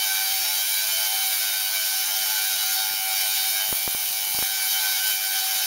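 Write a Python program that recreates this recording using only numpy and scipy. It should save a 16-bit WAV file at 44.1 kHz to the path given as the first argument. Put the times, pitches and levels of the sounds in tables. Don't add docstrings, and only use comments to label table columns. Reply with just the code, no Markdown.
import sys
import numpy as np
from scipy import signal
from scipy.fft import rfft, irfft
from scipy.io import wavfile
from scipy.ndimage import uniform_filter1d

SR = 44100
rng = np.random.default_rng(int(sys.argv[2]) if len(sys.argv) > 2 else 0)


def ratio_of_db(decibels):
    return 10 ** (np.asarray(decibels, float) / 20)


def pcm_store(signal):
    levels = np.round(np.clip(np.atleast_2d(signal), -1, 1) * 32767)
    wavfile.write(sys.argv[1], SR, levels.astype(np.int16).T)


N = 249591
TIME = np.arange(N) / SR
COARSE = 8
TOP_HZ = 15750
RIPPLE_HZ = 100.03


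def unit(x):
    return x / np.sqrt(np.mean(np.abs(x) ** 2))


def curves(table):
    s, *columns = np.transpose(table)
    return [np.interp(TIME, s, c) for c in columns]


def on_log(hz, table):
    f, db = np.transpose(table)
    return np.interp(np.log(np.maximum(hz, 1)), np.log(f), db)


def fine(z):
    return np.interp(TIME, TIME[::COARSE], z)


def ripple_shape(turn, parts):
    return sum(depth * np.cos(n * 2 * np.pi * turn + lead) for n, (depth, lead) in enumerate(parts, 1))


# (start [s], end [s], grip [0-1])
STRIKES = [
    (2.887, 3.053, 0.63),
    (3.682, 4.19, 0.97),
    (4.204, 4.46, 0.61),
]


def grip():
    held = sum(g * (TIME >= a) * (TIME < b) for a, b, g in STRIKES)
    catch_s = 0.076
    return np.clip(uniform_filter1d(held, int(catch_s * SR) + 1), 0, 1)


def roam():
    held = sum(g * np.clip(TIME[::COARSE] - a, 0, b - a) for a, b, g in STRIKES)
    return TIME[::COARSE] - 0.6 * held


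def wander(rate_hz, step=128):
    f = np.fft.fftfreq(N // step + 2, step / SR)
    draw = rng.standard_normal((2, len(f)))
    z = unit(np.fft.ifft((draw[0] + 1j * draw[1]) / (1 + (f / rate_hz) ** 2)))
    return np.interp(roam(), np.arange(len(f)) * step / SR, z)


def blooms(table, line_hz, reach_hz):
    t, gain = TIME[::COARSE], 0
    for s, hz, db, length in table:
        if abs(hz - line_hz) < reach_hz:
            gain = gain + ratio_of_db(db) * np.cos(np.pi / 2 * np.clip((t - s) / length, -1, 1)) ** 2
    return gain


SWELL = [
    (1.8, 0),
    (.41, 2.87),
]
# (depth [ms], lead [rad])
SLIP_MS = [
    (.061, -2.94),
    (.013, 2.22),
]
# (frequency [Hz], level [dB])
BUZZ = [(560, -43), (665, -46.5), (870, -42), (1530, -42), (2300, -38.5), (3800, -36.5), (5350, -36.5),
        (6900, -38.5), (9200, -42), (11000, -41), (13000, -38.5), (15000, -40)]
BETWEEN_DB = [-47, -43.5, -43, -43]
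# (time [s], partial [Hz], peak level [dB], length [s])
BLOOMS = [(0.0, 2295, -45, 0.51), (0.01, 3060, -32, 0.085), (0.17, 1530, -37.5, 0.14),
          (0.22, 765, -45, 0.47), (0.756, 2295, -33, 0.11), (1.068, 3060, -37.5, 0.28),
          (1.185, 765, -43, 0.17), (1.32, 2295, -42.5, 0.2), (1.67, 1530, -43, 0.38),
          (1.773, 2295, -41, 0.083), (1.815, 3060, -37, 0.11), (2.13, 765, -51.5, 0.47),
          (2.22, 3060, -44, 0.15), (2.353, 1530, -43, 0.098), (2.758, 765, -46.3, 0.18),
          (3.11, 765, -43, 0.81), (3.11, 2295, -38.5, 0.2), (3.215, 3060, -43.2, 0.13),
          (3.527, 2295, -44, 0.14), (3.617, 3060, -41, 0.16), (4.429, 2295, -46, 0.71),
          (4.718, 765, -54, 0.61), (4.74, 3060, -35, 0.12), (4.81, 1530, -42, 0.13),
          (4.991, 1530, -42.5, 0.8), (5.116, 3060, -35, 0.077), (5.407, 765, -46, 0.34),
          (5.43, 3060, -42, 0.3)]
# (time [s], partial [Hz], cancelled share of amplitude [dB],
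# length [s])
NULLS = [
    (0.76, 765, -2, 0.18),
    (1.82, 765, -6, .08),
    (5.08, 765, -2, 0.079),
    (0.44, 1530, -3, .08),
    (2.09, 1530, -3, .15),
    (4.98, 1530, -2, .06),
    (5.2, 1530, -2, .07),
    (2.75, 2295, -5, 0.17),
    (5.5, 2295, -7, .2),
    (1.42, 3060, -4, 0.14),
]
# (time [s], line [Hz], peak level [dB], length [s])
RIPPLE_BLOOMS = [(0.26, 868, -53.9, 0.28), (0.27, 4707, -38.8, 0.1), (0.29, 2203, -43.3, 0.07),
                 (0.44, 5475, -41.4, 0.2), (0.45, 3839, -45.6, 0.6), (0.54, 1436, -47.3, 0.1),
                 (0.6, 3171, -40.5, 0.2), (1.0, 668, -51.6, 0.2), (1.34, 1636, -45.4, 0.07),
                 (1.49, 868, -49.7, 0.07), (1.76, 2403, -41.4, 0.07), (1.8, 668, -54.1, 0.14),
                 (2.33, 868, -41.7, 0.1), (2.46, 1636, -46.2, 0.07), (2.56, 3939, -46.1, 0.6),
                 (2.62, 2971, -38.4, 0.07), (2.66, 1436, -49.9, 0.6), (2.77, 4507, -40.1, 0.14),
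                 (2.92, 868, -50.6, 0.28), (3.08, 2403, -48.0, 0.4), (3.1, 1436, -48.3, 0.14),
                 (3.2, 2203, -43.2, 0.1), (3.34, 4607, -41.2, 0.2), (3.47, 3739, -43.2, 0.4),
                 (3.51, 668, -59.7, 0.6), (3.59, 1636, -45.4, 0.1), (4.41, 868, -48.3, 0.07),
                 (4.88, 2403, -41.1, 0.14), (5.18, 2403, -45.5, 0.2), (5.46, 1636, -50.5, 0.2)]


def buzz(turns, ripple, effort_db):
    grip_octave_db, grip_ripple_db = -5, -5
    bloom_boost_db, under_bloom_db = 3.5, -2.5
    out, held = np.zeros(N), grip()[::COARSE]
    cycle = np.arange(32) / 32
    spin = np.exp(2j * np.pi * ripple[::COARSE])
    clock = np.exp(2j * np.pi * turns)
    partial = np.ones(N)
    for k in range(1, 21):
        hz = k * RATE[0][1]
        slip = 2 * np.pi * hz * ripple_shape(cycle, SLIP_MS) / 1000
        modulation = np.exp(ripple_shape(cycle, SWELL) - 1j * slip)
        shares = unit(np.fft.fft(modulation)) * np.sqrt(32)
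        quick_hz = 8.1 + 0.19 * k
        drift = np.exp(1.2j * np.sqrt(k) * wander(1.45).real)
        direct = ratio_of_db(-10.0 + 0.33 * k) * drift * np.abs(wander(0.37 * quick_hz))
        lines = 0
        for m in range(-5, 7):
            path = unit(direct + wander(quick_hz))
            phase = shares[m] / np.abs(shares[m])
            if m == 0 and k <= len(BETWEEN_DB):
                flicker = unit(1 + 0.58 * wander(15.0)) * phase
                steady = ratio_of_db(BETWEEN_DB[k - 1] + (k == 2) * grip_octave_db * held)
                standing = steady + blooms(BLOOMS, hz, hz / 10)
                lines = lines + standing * (1 - blooms(NULLS, hz, hz / 10)) * drift * flicker
            else:
                line_hz = hz + m * RIPPLE_HZ
                mean_db = on_log(line_hz, BUZZ) + effort_db[::COARSE] + (k == 2) * grip_ripple_db * held
                restless = ratio_of_db(mean_db) / len(cycle) * np.abs(shares[m])
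                swell = ratio_of_db(bloom_boost_db) * blooms(RIPPLE_BLOOMS, line_hz, 10)
                yields = ratio_of_db(under_bloom_db * swell / (swell + restless))
                lines = lines + (restless * yields * path + swell * drift) * phase * spin ** m
        partial = partial * clock
        out += np.sqrt(2) * np.real(fine(lines) * partial)
    return out


def patchy(x, f, width_hz=420, patch_db=3.0, rate_hz=11.4):
    wave, out = rfft(x), 0
    for hz in np.arange(0, TOP_HZ + width_hz, width_hz):
        band = np.cos(np.pi / 2 * np.clip((f - hz) / width_hz, -1, 1)) ** 2
        out = out + ratio_of_db(patch_db * fine(wander(rate_hz).real)) * irfft(wave * band, N)
    return out


# (frequency [Hz], level per Hz [dB])
AIR = [(25, -44), (60, -29.5), (150, -29.5), (250, -26), (400, -22), (800, -15), (1500, -10), (2700, -6),
       (4200, -3), (6500, -1), (9500, 0.5), (13000, -1.5), (15500, 1)]


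def crackle(turns, ripple, level_db, mid_db):
    bang_size = ratio_of_db(2.0 * rng.standard_normal(int(turns[-1]) + 1))[turns.astype(int)]
    swell = bang_size * np.exp(0.69 * ripple_shape(ripple, SWELL))
    lopsided_noise = rng.uniform(-1.22, 1, N) + 0.26
    burst = unit(swell * np.exp(-(turns % 1) / 0.21) * lopsided_noise)
    echo = np.exp(-TIME[:SR // 10] / 0.012)
    wash = np.sqrt(np.abs(signal.fftconvolve(swell ** 2, echo)[:N]))
    wash = unit(wash * rng.standard_normal(N))
    direct = np.clip(0.12 + 0.22 * grip() + 0.067 * fine(wander(12.0).real), 0, .9)
    heard = np.sqrt(direct) * burst + np.sqrt(1 - direct) * wash

    f = np.fft.rfftfreq(N, 1 / SR)
    wave = rfft(patchy(heard, f)) * ratio_of_db(on_log(f, AIR))
    high = 1 / (1 + (7800 / np.maximum(f, 1)) ** 8)
    low = 1 / (1 + (f / 1500) ** 4)
    scale = 1 / np.std(irfft(wave * high * (f < TOP_HZ), N))
    shares = (high, (1 - high) * (1 - low), (1 - high) * low)
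    treble, middle, bass = [irfft(wave * share, N) * scale for share in shares]
    mean_db = np.mean(level_db)
    bass_db = mean_db + 0.65 * (level_db - mean_db) + 0.24 * mid_db
    return ratio_of_db(level_db) * (treble + ratio_of_db(0.96 * mid_db) * middle) + ratio_of_db(bass_db) * bass


HUM_DB = [-89, -74, -72, -69]


def hum(ripple):
    out = 0
    for k, db in enumerate(HUM_DB, 1):
        unsteady = fine(unit(1 + wander(3.6)))
        out = out + ratio_of_db(db) * np.real(unsteady * np.exp(2j * np.pi * k * ripple))
    return out


# (time [s], level [dB])
SLIPS = [
    (.08, -29),
    (.933, -23),
]


def slips():
    side = np.zeros(N)
    fade = np.sin(np.pi * np.arange(2048) / 2048) ** 2
    for s, db in SLIPS:
        i = int(s * SR) - len(fade) // 2
        side[i:i + len(fade)] = ratio_of_db(db) * fade * rng.standard_normal(len(fade))
    edges_hz = ((4700, 7300), (9500, 13400))
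    bands = [signal.butter(6, edge, "band", fs=SR, output="sos") for edge in edges_hz]
    return sum(signal.sosfilt(band, side) for band in bands)


# (time [s], peak level [dB], decay [ms])
TICKS = [(2.9103, -28, 0.098), (2.9195, -34, 0.17), (2.938, -27, 0.096), (2.999, -33.5, 0.2),
         (3.6896, -28, 0.17), (3.7093, -32, 0.18), (3.7275, -11.5, 0.2), (3.8779, -11.5, 0.16),
         (3.9488, -17.5, 0.16), (4.109, -30, 0.13), (4.272, -36, 0.32), (4.31, -33, 0.2),
         (4.3487, -25, 0.2), (4.3498, -26, 0.16), (4.3684, -35.4, 0.2), (4.389, -15.5, 0.16),
         (4.4263, -13.5, 0.12)]


def ticks():
    out, t_ms = np.zeros(N), np.arange(-40, 260) / SR * 1000
    for s, db, decay_ms in TICKS:
        kick = np.exp(-np.logaddexp(-t_ms / .05, t_ms / max(decay_ms, .02)))
        i = int(s * SR) - 40
        out[i:i + len(t_ms)] += ratio_of_db(db) * kick / kick.max()
    lead = signal.butter(1, 8.6, "high", fs=SR, output="sos")
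    return signal.sosfilt(lead, out)


# (time [s], bang rate [Hz])
RATE = [(0.0, 767.8), (0.75, 767.6), (1.05, 765.4), (1.35, 762.6), (1.65, 762.1), (2.25, 762.0),
        (2.55, 761.2), (3.15, 762.1), (3.45, 762.6), (4.65, 766.4), (4.95, 765.5), (5.25, 762.6),
        (5.66, 761.5)]
# (time [s], level [dB])
STRENGTH = [(0.0, -24.5), (1.29, -24), (1.72, -25.5), (1.75, -24.5), (2.14, -25), (2.16, -24.5),
            (2.77, -24.5), (3.03, -26), (3.18, -24), (4.3, -25.5), (4.43, -23), (4.49, -26.5),
            (4.76, -23.5), (5.03, -24.5), (5.09, -22.5), (5.19, -27), (5.36, -24.5), (5.66, -24.5)]


def scene():
    turns = np.cumsum(curves(RATE)[0]) / SR
    ripple = RIPPLE_HZ * TIME - 0.13
    strength_db, held = curves(STRENGTH)[0], grip()
    fork_db = 0.57 * fine(wander(9.4).real)
    level_db = strength_db - 3.5 + 1.8 * held + fork_db
    mid_db = -4 * (held - held.mean()) - 1.6 * fork_db
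    effort_db = 1.17 * (strength_db - strength_db.mean()) + 0.54 * mid_db
    mono = buzz(turns, ripple, effort_db) + crackle(turns, ripple, level_db, mid_db)
    mono = mono + ticks() + hum(ripple)
    return np.array([mono, mono])


def band_limit(x):
    return signal.sosfilt(signal.butter(12, 17080, fs=SR, output="sos"), x)


def record(dry):
    x = dry + slips() * np.array([[1], [-1]])
    x = np.tanh(1.3 * x) / 1.3
    for sharpness, depth in ((3.6, 0.82), (25, 0.94)):
        x = x - depth * signal.lfilter(*signal.iirpeak(7878, sharpness, SR), x)
    x = signal.sosfiltfilt(signal.ellip(14, .1, 50, TOP_HZ, fs=SR, output="sos"), x)
    return band_limit(x)


dry = scene()
out = record(dry)
pcm_store(out)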